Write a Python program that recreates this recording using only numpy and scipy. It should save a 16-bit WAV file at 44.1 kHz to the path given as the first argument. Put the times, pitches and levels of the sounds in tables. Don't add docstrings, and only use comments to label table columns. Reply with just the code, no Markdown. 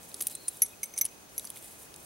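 import sys
import numpy as np
from scipy import signal
from scipy.fft import rfft, irfft
from scipy.io import wavfile
from scipy.ndimage import uniform_filter1d

SR = 44100
rng = np.random.default_rng(int(sys.argv[2]) if len(sys.argv) > 2 else 0)


def inscribe(sig):
    pcm = np.round(np.clip(np.atleast_2d(sig).T, -1, 1) * 32767)
    wavfile.write(sys.argv[1], SR, pcm.astype(np.int16))


def volts_from_decibels(level):
    exponent = np.asarray(level, float) / 20
    return 10 ** exponent


N = 90404


def shape(x, points):
    hz, db = np.array(points, float).T
    bins_hz = np.fft.rfftfreq(x.shape[-1], 1 / SR)
    gain_db = np.interp(np.log(bins_hz + 1), np.log(hz), db)
    return irfft(rfft(x) * volts_from_decibels(gain_db), x.shape[-1])


def level(x, db):
    return x * volts_from_decibels(db) / np.sqrt(np.mean(x ** 2))


def walk(rate):
    width = max(int(SR / rate), 1)
    smooth = uniform_filter1d(uniform_filter1d(rng.standard_normal(N), width), width)
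    return level(smooth, 0)


def fade(t, t60, rise=0.00033):
    return (1 - np.exp(-t / rise)) * np.exp(-np.log(1000) * t / t60)


def add(out, start_s, sound):
    i = int(round(start_s * SR))
    out[i:i + len(sound)] += sound[:max(len(out) - i, 0)]


def outdoors():
    # (frequency [Hz], gain [dB])
    wash_colour = [(20, -20), (50, -4.5), (105, -2), (340, -2), (670, -4.5), (1200, -10.5), (2000, -14),
                   (3500, -15.5), (5200, -16), (8000, -25.5), (11000, -24), (14000, -52), (16000, -59.5)]
    # (frequency [Hz], gain [dB])
    side_colour = [(25, -24), (60, -15), (125, -10), (250, -4), (500, -2.2), (1000, 2), (2000, 1.5),
                   (4000, -2), (8000, 1), (14000, -24)]
    # (centre [Hz], half the skirt width [Hz], level of the shared part [dB], waver rate [1/s])
    insect_bands = [(2520, 130, -72, 33), (6420, 1700, -66.5, 70)]
    mid, side = shape(rng.standard_normal((2, N)), wash_colour)
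    wash_gain = volts_from_decibels(-56) / np.sqrt(np.mean(mid ** 2))
    mid = wash_gain * mid
    side = wash_gain * shape(side, side_colour)
    for hz, width, db, rate in insect_bands:
        band = [(hz - 2 * width, -60), (hz, 0), (hz + 2 * width, -60)]
        parts = []
        for _ in range(2):
            hiss = shape(rng.standard_normal(N), band)
            parts.append(level(hiss * volts_from_decibels(2.04 * walk(rate)), db))
        mid = mid + parts[0]
        side = side + volts_from_decibels(1) * parts[1]
    return np.array([mid + side, mid - side]) * volts_from_decibels(0.5 * walk(2))


def chirp():
    # (time [s], middle pitch [Hz], level before waver, chopping and placing [dB])
    notes = [(.27, 3900, -63), (0.301, 4050, -61), (0.359, 4134, -59), (.41, 4260, -59), (.44, 4150, -60),
             (.47, 4035, -62), (.52, 3950, -64), (.57, 3755, -74), (.64, 3660, -78), (.665, 3630, -70),
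             (.715, 3605, -64), (.724, 3550, -90), (.726, 2520, -90), (.733, 2520, -56.5),
             (.745, 2500, -71)]
    wobble_hz, pulses_per_s, chop_depth = 80, 150, 0.73
    note_s, note_hz, note_db = np.array(notes).T
    t = np.arange(N) / SR
    pitch = np.interp(t, note_s, note_hz)
    tone = np.zeros(N)
    for offset_hz in (-79.5, 70.33):
        strand_hz = pitch + offset_hz + wobble_hz * walk(198)
        tone += np.sin(2 * np.pi * np.cumsum(strand_hz) / SR) * volts_from_decibels(3.9 * walk(50))
    pulse_rate = pulses_per_s * (1 + 0.246 * walk(43))
    chop = np.sin(np.pi * np.cumsum(pulse_rate) / SR) ** 2
    loudness = volts_from_decibels(np.interp(t, note_s, note_db, left=-120, right=-120))
    return tone * (1 - chop_depth + chop_depth * chop) * loudness


def rustle():
    # (time [s], level [dB])
    rubbing = [(0, -57.5), (.05, -51.5), (.07, -57.5), (.095, -45.5), (.11, -54), (.16, -54), (.19, -48),
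               (.23, -42.5), (.26, -47.5), (.295, -55), (0.311, -38), (.325, -46), (.37, -55.5), (.42, -53),
               (.47, -53.5), (.56, -48.5), (.62, -50.5), (.8, -58.5), (.87, -56), (.93, -57), (1.1, -57),
               (1.3, -60), (1.42, -49.5), (1.48, -49), (1.53, -54.5), (1.58, -48), (1.61, -54),
               (1.64, -47.5), (1.7, -49), (1.75, -52.5), (1.78, -52), (1.83, -47.5), (1.9, -60),
               (1.97, -55), (2.01, -52), (2.05, -56.5)]
    # (frequency [Hz], gain [dB])
    grain_colour = [(800, -40), (3000, -13), (6000, -14.5), (8000, -5), (9500, -2), (11600, -4),
                    (13500, -8), (16000, -12)]
    grains_per_s, spread_db, trim_db = 22000, 1.65, -1.5
    timing, strength = rng.random((N, 2)).T
    present = timing < grains_per_s / SR
    grains = present * volts_from_decibels(-spread_db * np.log(strength + 1e-9)) * rng.standard_normal(N)
    rub_s, rub_db = np.array(rubbing).T
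    hands_db = np.interp(np.arange(N) / SR, rub_s, rub_db) + 1.2 * walk(60)
    return level(shape(grains, grain_colour), trim_db) * volts_from_decibels(hands_db)


def finger_taps():
    # (time [s], level before the fade [dB], centre [Hz], decay time t60 [s])
    taps = [(.1165, -45, 4000, .01), (0.1429, -33.5, 4800, 0.013), (0.208, -42.5, 400, 0.038),
            (.2078, -46.5, 1500, 0.023), (.2080, -36, 3540, 0.018), (.2695, -32, 3960, 0.013),
            (0.4825, -37, 4500, .012), (0.9781, -39, 4800, .012), (1.0117, -40.5, 3800, 0.0084),
            (1.0527, -36.5, 3470, .012), (1.06, -42, 3040, .015), (1.3800, -39, 3040, 0.0076),
            (1.3960, -41, 3800, 0.015), (1.4439, -45.5, 1200, 0.013), (1.5030, -41, 3550, 0.011),
            (1.5585, -45, 3300, .015), (1.5650, -44.5, 2300, 0.016), (1.5718, -45, 3500, 0.014),
            (1.9412, -37.5, 3980, .008), (1.9615, -49, 4500, .008)]
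    skirt_db = -19.5
    out, t = np.zeros(N), np.arange(SR // 15) / SR
    for start_s, db, hz, t60 in taps:
        band = [(hz / 4, 1.9 * skirt_db), (hz / 2, skirt_db), (hz, 0),
                (hz * 2, skirt_db), (hz * 4, 3 * skirt_db)]
        body = shape(rng.standard_normal(len(t)), band)
        add(out, start_s, level(body, db) * fade(t, t60))
    return out


def grip(time_s):
    # (time [s], factor on the decay time [1])
    freedom = [(.1, 1.06), (.2, 0.38), (.23, 0.88), (.27, 0.74), (.35, .6), (.48, 0.81), (.62, 1.13),
               (.84, .9), (.98, 1.1), (1.01, 1.08), (1.05, 0.82), (1.4, 0.42), (1.45, 0.85), (1.5, 0.45),
               (2, 0.36)]
    return np.interp(time_s, *np.array(freedom).T)


def snap():
    # (frequency [Hz], relative level [dB], t60 before the grip factor [s])
    snap_modes = [(2000, -7.5, 0.017), (3450, -10, .01), (4920, 4.5, 0.018), (6900, -14, 0.03),
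                  (8300, -3, 0.054), (8800, -7, 0.017), (9200, 1.5, 0.029), (9720, 1.5, 0.028),
                  (9790, -1, 0.033), (10400, 0, 0.028), (11060, 2, 0.036), (12200, -1, 0.034),
                  (12690, -4, 0.039), (13800, 0, 0.051), (15500, -16, .028), (14970, 10, 0.011)]
    # (time [s], ringing [dB], centre of the ringing [Hz], spread [Hz], click before colouring [dB])
    knocks = [(.0300, -59, 9000, 2000, -44.5), (0.1426, -32, 9970, 900, -32.5),
              (0.166, -49, 9500, 2000, -46), (.1955, -44, 11000, 2000, -41), (0.2063, -44, 9200, 3000, -23),
              (.2100, -31.5, 12200, 2500, -20), (0.218, -36, 10600, 2000, -33.5),
              (0.222, -27, 10500, 2000, -25), (.2690, -25, 11600, 2520, -22.5),
              (0.2837, -50, 9500, 2000, -37), (.2980, -52, 10000, 2000, -35), (0.325, -44, 5060, 800, -47),
              (0.3516, -26.5, 8800, 1490, -27.5), (.4760, -40, 9200, 400, -54),
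              (0.4817, -17, 9660, 603, -24.5), (.4860, -30.5, 10160, 1500, -37),
              (.5695, -47, 9900, 800, -40), (0.619, -27.5, 10600, 2500, -23), (.6202, -29, 2016, 400, -48),
              (0.627, -36, 11200, 2000, -29), (.6515, -38, 9800, 600, -48), (.6615, -41, 8800, 990, -36),
              (0.831, -30, 9600, 1200, -33), (0.8382, -37, 11500, 2500, -26),
              (.8560, -38.5, 8900, 800, -52), (.9382, -53, 12000, 2000, -45), (0.962, -53, 9700, 600, -42),
              (.9740, -43, 9400, 2000, -36), (0.9776, -27.5, 9650, 1500, -30), (.9830, -28, 9700, 400, -33),
              (.9835, -36, 14200, 500, -50), (0.988, -41, 9700, 1500, -24.5),
              (1.0126, -11, 12540, 220, -17.5), (1.0125, -21.5, 15460, 350, -25),
              (1.045, -32, 10300, 800, -54), (1.0524, -23, 10400, 900, -23), (1.061, -45, 9500, 2000, -29),
              (1.3650, -67, 10000, 2000, -42), (1.3792, -44, 8300, 2020, -27),
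              (1.3955, -43, 8300, 2550, -31.5), (1.4439, -44, 11200, 500, -34),
              (1.4510, -30.5, 11100, 400, -38), (1.4507, -37.5, 9200, 500, -46),
              (1.4724, -40, 4950, 500, -34), (1.5019, -33, 10550, 2000, -33),
              (1.5510, -54, 10400, 1500, -50), (1.5595, -40.5, 12200, 800, -34),
              (1.5655, -56, 9000, 1500, -50), (1.5716, -41, 9500, 1200, -39), (1.573, -42, 9500, 1200, -42),
              (1.6255, -51, 9450, 2000, -41), (1.6440, -43, 9600, 1000, -40), (1.9415, -45, 9800, 700, -46),
              (1.9618, -46.5, 9100, 1500, -35), (1.9995, -47, 8400, 800, -56),
              (2.0470, -44.5, 9500, 1500, -46)]
    # (frequency [Hz], gain [dB])
    click_colour = [(300, -39), (1500, -15.5), (3500, -5.5), (7000, 1.5), (10000, 0), (13000, -4),
                    (16000, -13)]
    scatter_db, detune = 1.5, 0.0046
    focus_db = 8
    click_t60_s, click_rise_s = 0.0022, 0.00008
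    tail_db, tail_t60_s = -2.5, 0.025
    out, t = np.zeros(N), np.arange(SR // 12) / SR
    hz, mode_db, t60 = np.array(snap_modes).T[:, :, None]
    for start_s, db, centre, spread, click_db in knocks:
        loud_chance, pitch_chance, sign_chance = rng.standard_normal((3, len(hz), 1))
        nearness = np.exp(-0.5 * ((hz - centre) / spread) ** 2)
        strength = volts_from_decibels(db + mode_db + scatter_db * loud_chance) * np.sign(sign_chance) * nearness
        free = grip(start_s)
        tones = np.sin(2 * np.pi * hz * (1 + detune * pitch_chance) * t)
        ringing = np.sum(strength * tones * fade(t, t60 * free), axis=0)
        focus = [(centre * 0.76, 0), (centre, focus_db), (centre * 1.3, 0)]
        hiss = shape(shape(rng.standard_normal(len(t)), click_colour), focus)
        click_fade = fade(t, click_t60_s, click_rise_s) + volts_from_decibels(tail_db) * fade(t, tail_t60_s * free)
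        add(out, start_s, ringing + volts_from_decibels(click_db) * hiss * click_fade)
    return out


def ring():
    # (frequency [Hz], partner frequency [Hz], t60 before each blow's factor [s],
    #   level of the faint longer after-ring against the first ring [dB])
    mode_pairs = [(2165, 2225, 0.029, -25), (5947, 6130, 0.044, -27.5), (11225, 11410, 0.051, -36)]
    # (time [s], low pair [dB], middle pair [dB], high pair [dB],
    #   strike angle [rad]: cosine to one partner, sine to the other, factor on the decay time [1])
    blows = [(0.2111, -70, -63, -24.5, 0.2, 0.97), (.6200, -40.5, -20.5, -10, -0.15, 0.82),
             (0.6214, -46, -23, -7, -0.17, .9), (0.633, -45, -29, -34, 1.1, 1.1),
             (0.8318, -32, -26, -29, 1.67, 1.01), (.8945, -64, -47, -60, 1.3, 0.74),
             (0.9386, -48, -36.5, -52, 1.04, .8), (0.967, -49, -41, -55, 1.1, 0.87),
             (0.9774, -37, -21.5, -46, 1.36, 0.45), (.9840, -45, -39, -28, -0.19, 0.86),
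             (1.0116, -35.5, -17.5, -23.5, 1.16, 0.93), (1.0152, -34, -28.5, -25, -0.2, 0.94),
             (1.3799, -45, -29, -19.5, 0.39, 0.68), (1.4510, -64, -42.5, -60, -0.13, 1)]
    rough_db, rough_per_s = 1.16, 380
    detune = 0.0023
    after_t60_s, after_waver_per_s = 0.3, 540
    out, t = np.zeros(N), np.arange(SR // 3) / SR
    for m, (hz, partner_hz, t60, after_db) in enumerate(mode_pairs):
        first, after = np.zeros(N), np.zeros(N)
        for start_s, *pair_dbs, angle, free in blows:
            pitch = 1 + detune * rng.standard_normal()
            one = np.cos(angle) * np.sin(2 * np.pi * hz * pitch * t)
            other = np.sin(angle) * np.sin(2 * np.pi * partner_hz * pitch * t)
            pair = volts_from_decibels(pair_dbs[m]) * (one + other)
            add(first, start_s, pair * fade(t, t60 * free))
            add(after, start_s, pair * volts_from_decibels(after_db) * fade(t, after_t60_s))
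        out += first * volts_from_decibels(rough_db * walk(rough_per_s))
        out += after * (volts_from_decibels(-3) + walk(after_waver_per_s))
    return out


def ground_return(near):
    return_db, t60_s, rise_s = -22, 0.0094, 0.00071
    t = np.arange(SR // 40) / SR
    scatter = rng.standard_normal((2, len(t))) * fade(t, t60_s, rise_s)
    scatter *= volts_from_decibels(return_db) / np.sqrt(np.sum(scatter ** 2, axis=1, keepdims=True))
    return np.array([signal.fftconvolve(near, echo)[:N] for echo in scatter])


def scene():
    near = ring() + snap() + finger_taps() + rustle()
    bird = chirp()
    bird_stereo = np.array([bird * volts_from_decibels(5.5), bird * volts_from_decibels(3.0)])
    return near + ground_return(near) + bird_stereo + outdoors()


def band_limit(x):
    return signal.sosfilt(signal.butter(12, 16470, fs=SR, output="sos"), x)


def record(dry):
    duck_above_db, duck_ratio, release_s = -23, 3, 0.025
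    line_hz, line_db, top_hz = 15734, -69, 16000
    memory = np.exp(-1 / (release_s * SR))
    power = signal.lfilter([1 - memory], [1, -memory], np.mean(dry ** 2, axis=0))
    loudness = np.sqrt(power)
    gain = np.minimum(volts_from_decibels(duck_above_db) / (loudness + 1e-9), 1) ** (1 - 1 / duck_ratio)
    tone = np.sqrt(2) * volts_from_decibels(line_db) * np.sin(2 * np.pi * line_hz * np.arange(N) / SR)
    top_cut = signal.ellip(8, 0.2, 60, top_hz, fs=SR, output="sos")
    mix = signal.sosfilt(top_cut, (dry + tone) * gain)
    return band_limit(mix)


dry = scene()
out = record(dry)
inscribe(out)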